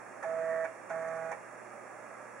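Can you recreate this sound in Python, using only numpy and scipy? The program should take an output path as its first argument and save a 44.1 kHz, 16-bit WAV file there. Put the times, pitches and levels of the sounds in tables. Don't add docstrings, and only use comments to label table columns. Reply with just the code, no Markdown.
import sys
import numpy as np
from scipy import signal
from scipy.fft import rfft, irfft
from scipy.io import wavfile

SR = 44100
rng = np.random.default_rng(int(sys.argv[2]) if len(sys.argv) > 2 else 0)


def pcm_store(signal):
    levels = np.round(np.clip(np.atleast_2d(signal), -1, 1) * 32767)
    wavfile.write(sys.argv[1], SR, levels.astype(np.int16).T)


N = 105840
T, FREQS = np.arange(N) / SR, np.fft.rfftfreq(N, 1 / SR)
DRIVE_PAN_DB = -7.5

# (frequency [Hz], relative density [dB per Hz])
TICK_SPECTRUM = [(100, -59), (300, -44), (2500, -8), (3300, -16.5), (4800, 1), (6300, 14), (7500, 3.5),
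                 (10400, 5), (11400, -24), (12200, -64)]


def amp(db):
    return 10 ** (np.asarray(db) / 20)


def evened(x):
    middle = np.atleast_2d(x).mean(0)
    return x / np.sqrt(np.mean(abs(middle) ** 2) + 1e-20)


def read(points, hz):
    f, value = np.transpose(points)
    return np.interp(np.log(hz + 1), np.log(f + 1), value)


def pan(db):
    gains = amp([[db / 2], [-db / 2]])
    return gains / gains.mean()


def noise(gain, gate=1):
    # (frequency [Hz], coherence [0-1])
    likeness = [(60, 0.26), (110, 0.93), (220, 0.2), (330, 0.082), (500, 0.48), (740, 0.62), (1200, 0.51),
                (2600, 0.66), (4000, 0.22), (12000, 0.089)]
    a, b = rfft(rng.standard_normal((2, N)) * gate)
    same = np.clip(read(likeness, FREQS), -1, 1)
    left = same * a + np.sqrt(1 - same ** 2) * b
    return evened(irfft(np.array([left, a]) * gain, N))


def drift(rate_hz):
    spectrum = rfft(rng.standard_normal(N))
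    return evened(irfft(spectrum / (1 + (FREQS / rate_hz) ** 4), N))


def resonance(hz, width_hz):
    return 1 / (1 + 1j * (FREQS - hz) / width_hz) ** 2


def tone(hz, waver, rate_hz):
    wobble = 1 + waver * (drift(rate_hz) + 1j * drift(rate_hz))
    carrier = np.exp(2j * np.pi * (hz * T + rng.random()))
    return evened((wobble * carrier).real)


def ring(modes, t):
    total = 0
    for hz, db, t60 in modes:
        total = total + amp(db - 60 * t / t60) * np.sin(2 * np.pi * (hz * t + rng.random()))
    return total


def room(x):
    t60_s, gap_s = 0.41, 0.004
    t = T[:SR // 2]
    tail = rng.standard_normal((2, len(t))) * amp(-60 * t / t60_s) * (t > gap_s)
    return signal.fftconvolve(x, tail / np.linalg.norm(tail[0]), axes=1)[:, :N]


def hiss():
    # (frequency [Hz], relative density [dB per Hz])
    hiss_spectrum = [(100, -17), (3200, -14), (4800, -7.5), (5500, -1), (7500, 1.5), (9000, -1.5),
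                     (10100, -4.5), (10550, 4.5), (10850, -8), (11300, -11), (11800, -47), (14200, -42),
                     (15200, -28), (15650, -11)]
    level_db, pan_db = -67.5, -3
    return amp(level_db) * noise(amp(read(hiss_spectrum, FREQS))) * pan(pan_db)


def fan():
    # (frequency [Hz], relative density [dB per Hz])
    air_spectrum = [(20, -40), (45, -34), (90, -22), (140, -16), (200, -4), (290, -2.5), (370, -2),
                    (440, -2.5), (520, 2), (610, 5), (690, 0.5), (790, 1.5), (950, -3), (1200, 0.5),
                    (1500, -5), (1680, -2.5), (2000, -6.5), (2450, -12.5), (2800, -22.5), (3000, -25),
                    (5000, -59.5), (16000, -64)]
    # (frequency [Hz], level [dB], waver [share of the tone])
    steady_tones = [(120.7, -71, 0.045), (362.3, -69.5, 0.53), (614.4, -64, 0.45), (792, -67.5, 0.72),
                    (1233, -71, 0.46), (1338, -68, 0.84), (1660, -66.5, 1.1), (2765, -82, 1.4),
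                    (7900, -90, 0.55)]
    air_db, pan_db = -49.5, -5.5
    air = noise(amp(read(air_spectrum, FREQS)))
    tones = sum(amp(db) * tone(hz, waver, rate_hz=10) for hz, db, waver in steady_tones)
    return (amp(air_db) * air + tones) * pan(pan_db)


def disk():
    # (time of the peak [s], level [dB], length [s])
    brushes = [(1.026, -68, .008), (1.085, -65, 0.0063), (1.166, -66.5, 0.0093)]
    level = sum(amp(db) * np.exp(-.5 * ((T - s) / length) ** 2) for s, db, length in brushes)
    return level * noise(amp(read(TICK_SPECTRUM, FREQS))) * pan(DRIVE_PAN_DB)


def carriage():
    # (time [s], chassis level [dB], tick level [dB],
    # cover level [dB], clatter decay [s], frame ring level [dB], rail ring level [dB])
    knocks = [(0.226, -39.5, -58.5, -56, 0.015, -47, -48), (0.236, -45, -75, -56.5, 0.012, -35, -51),
              (.644, -39.5, -57.5, -47.5, 0.0079, -37, -50), (0.650, -42, -77, -53.5, 0.021, -42, -40.5),
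              (0.896, -45.5, -60, -55, 0.007, -50, -55), (.902, -39.5, -70, -65, 0.022, -37, -36),
              (1.315, -38, -55, -52, 0.012, -37.5, -50), (1.325, -45.5, -77, -53.5, 0.028, -44, -52)]
    # (frequency [Hz], relative level [dB], t60 [s])
    frame_modes = [(816, 0.5, .12), (960, -7, 0.1), (1712, -10.5, .08)]
    rail_modes = [(1464, 0, .1), (2125, -15.5, 0.063)]
    # (frequency [Hz], width [Hz], relative level [dB])
    chassis_modes = [(335, 90, -0.5), (542, 80, 4.5), (694, 92, 7.5), (810, 82, 1.5), (1162, 120, 3.5),
                     (1340, 120, 2.5), (1732, 167, 3), (2090, 63, -2)]
    chassis_low_hz, rise_s, pan_db = 180, 0.00095, -5.5

    chassis_gain = sum(amp(db) * resonance(hz, width) for hz, width, db in chassis_modes)
    low_cut = (FREQS / np.hypot(FREQS, chassis_low_hz)) ** 4
    chassis = noise(chassis_gain * low_cut)
    tick = noise(amp(read(TICK_SPECTRUM, FREQS)))
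    cover = noise(resonance(hz=2310, width_hz=113))

    out = np.zeros((2, N))
    for s, chassis_db, tick_db, cover_db, decay, frame_db, rail_db in knocks:
        t = np.maximum(T - s, 0)
        clatter = amp(chassis_db) * chassis + amp(tick_db) * tick + amp(cover_db) * cover
        ringing = amp(frame_db) * ring(frame_modes, t) + amp(rail_db) * ring(rail_modes, t)
        attack = 1 - np.exp(-t / rise_s)
        out += attack * (np.exp(-t / decay) * clatter + ringing)
    return out * pan(pan_db)


def seek(way, start, end, first, last, scrape_db, rattle_db):
    # (multiple of the step rate, level going out [dB], level coming back [dB],
    # far minus near going out [dB], far minus near coming back [dB], rise [s])
    buzz_partials = [(1, -65, -61, 2.5, 1, 0.016), (2, -75.5, -88, -14, -15, 0.0068),
                     (3, -47.5, -52.5, 1.5, -0.5, 0.05), (4, -34.5, -39.5, 1.7, 2.5, 0.008),
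                     (5, -63, -50.5, 5, -4.5, 0.0087), (6, -66, -69.5, 4.5, 12, .01),
                     (7, -56, -54, 6, 3.5, 0.024), (8, -56, -57, -1, 3.5, 0.0093),
                     (9, -61.5, -56.5, 1.5, -3, 0.016), (10, -61, -55, 16.5, 0.5, 0.011),
                     (11, -56.5, -59, 14.5, 9, 0.016), (12, -60, -63.5, 15.5, -1, .01),
                     (13, -69, -65.5, 7, 5.5, .01), (14, -77, -73, 6.5, 2, 0.011),
                     (15, -75.5, -69, 4.5, -6, .01)]
    # (frequency [Hz], relative density [dB per Hz])
    scrape_spectrum = [(60, -42), (110, -16.5), (200, -7), (450, -8), (800, -1.5), (1100, -4), (1700, -3),
                       (2400, -11), (2800, -33), (3200, -30), (4800, -36.5), (6400, -22), (10000, -33),
                       (11400, -42.5), (12200, -73)]
    step_hz = 162.8
    step_decay, step_base = 0.73, 0.84
    far_from, far_blend = 0.4, 0.17
    rattle_at, rattle_spread = 0.64, 0.19
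    stop_s, case_ring_s, case_share = 0.01, 0.061, 0.37
    scrape_rise_s = 0.006

    position = np.interp(T, [start, end], [first, last])
    far = .5 + .5 * np.tanh((position - far_from) / far_blend)
    since, after = np.maximum(T - start, 0), np.maximum(T - end, 0)
    stop = np.exp(-after / stop_s)
    release = (1 - case_share) * stop + case_share * np.exp(-after / case_ring_s)

    buzz = np.zeros(N)
    for multiple, out_db, back_db, out_far_db, back_far_db, rise in buzz_partials:
        level_db, far_db = (back_db, back_far_db) if way else (out_db, out_far_db)
        waver = 0.035 if multiple <= 5 else 0.21
        level = amp(level_db + far_db * (far - .5)) * (1 - np.exp(-(since / rise) ** 2))
        buzz += level * tone(multiple * step_hz, waver, rate_hz=22)

    step_phase = (T - start) * step_hz % 1
    steps = step_base + np.exp(-step_phase / step_decay)
    scrape = amp(scrape_db) * noise(amp(read(scrape_spectrum, FREQS)), steps)
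    loose = np.exp(-.5 * ((position - rattle_at) / rattle_spread) ** 2)
    rattle = amp(rattle_db) * loose * tone(hz=1854, waver=0.8, rate_hz=28)
    attack = 1 - np.exp(-since / scrape_rise_s)
    return (release * buzz + attack * stop * (scrape + rattle)) * pan(DRIVE_PAN_DB)


def scene():
    # (start [s], end [s], head position at start [0-1],
    # at end [0-1], scrape level [dB], rattle level [dB])
    seeks = [(.241, .645, 0, 0.9, -52.5, -50.5), (.898, 1.314, 1, 0.12, -53, -58)]
    room_db = -10.5
    background = hiss() + fan()
    knocks = carriage()
    echoes = amp(room_db) * room(knocks)
    travel = sum(seek(way, *row) for way, row in enumerate(seeks))
    return background + disk() + knocks + echoes + travel


def record(dry):
    notch_centres = [3020, 4000, 5000]
    notch_width_hz, edge_hz = 165, 15830
    dips = [1 - np.exp(-((FREQS - hz) / notch_width_hz) ** 2) for hz in notch_centres]
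    notched = irfft(rfft(dry) * np.prod(dips, axis=0), N)
    low_pass = signal.firwin(511, edge_hz, window=("kaiser", 9), fs=SR)
    return signal.oaconvolve(notched, low_pass[None], "same")


dry = scene()
out = record(dry)
pcm_store(out)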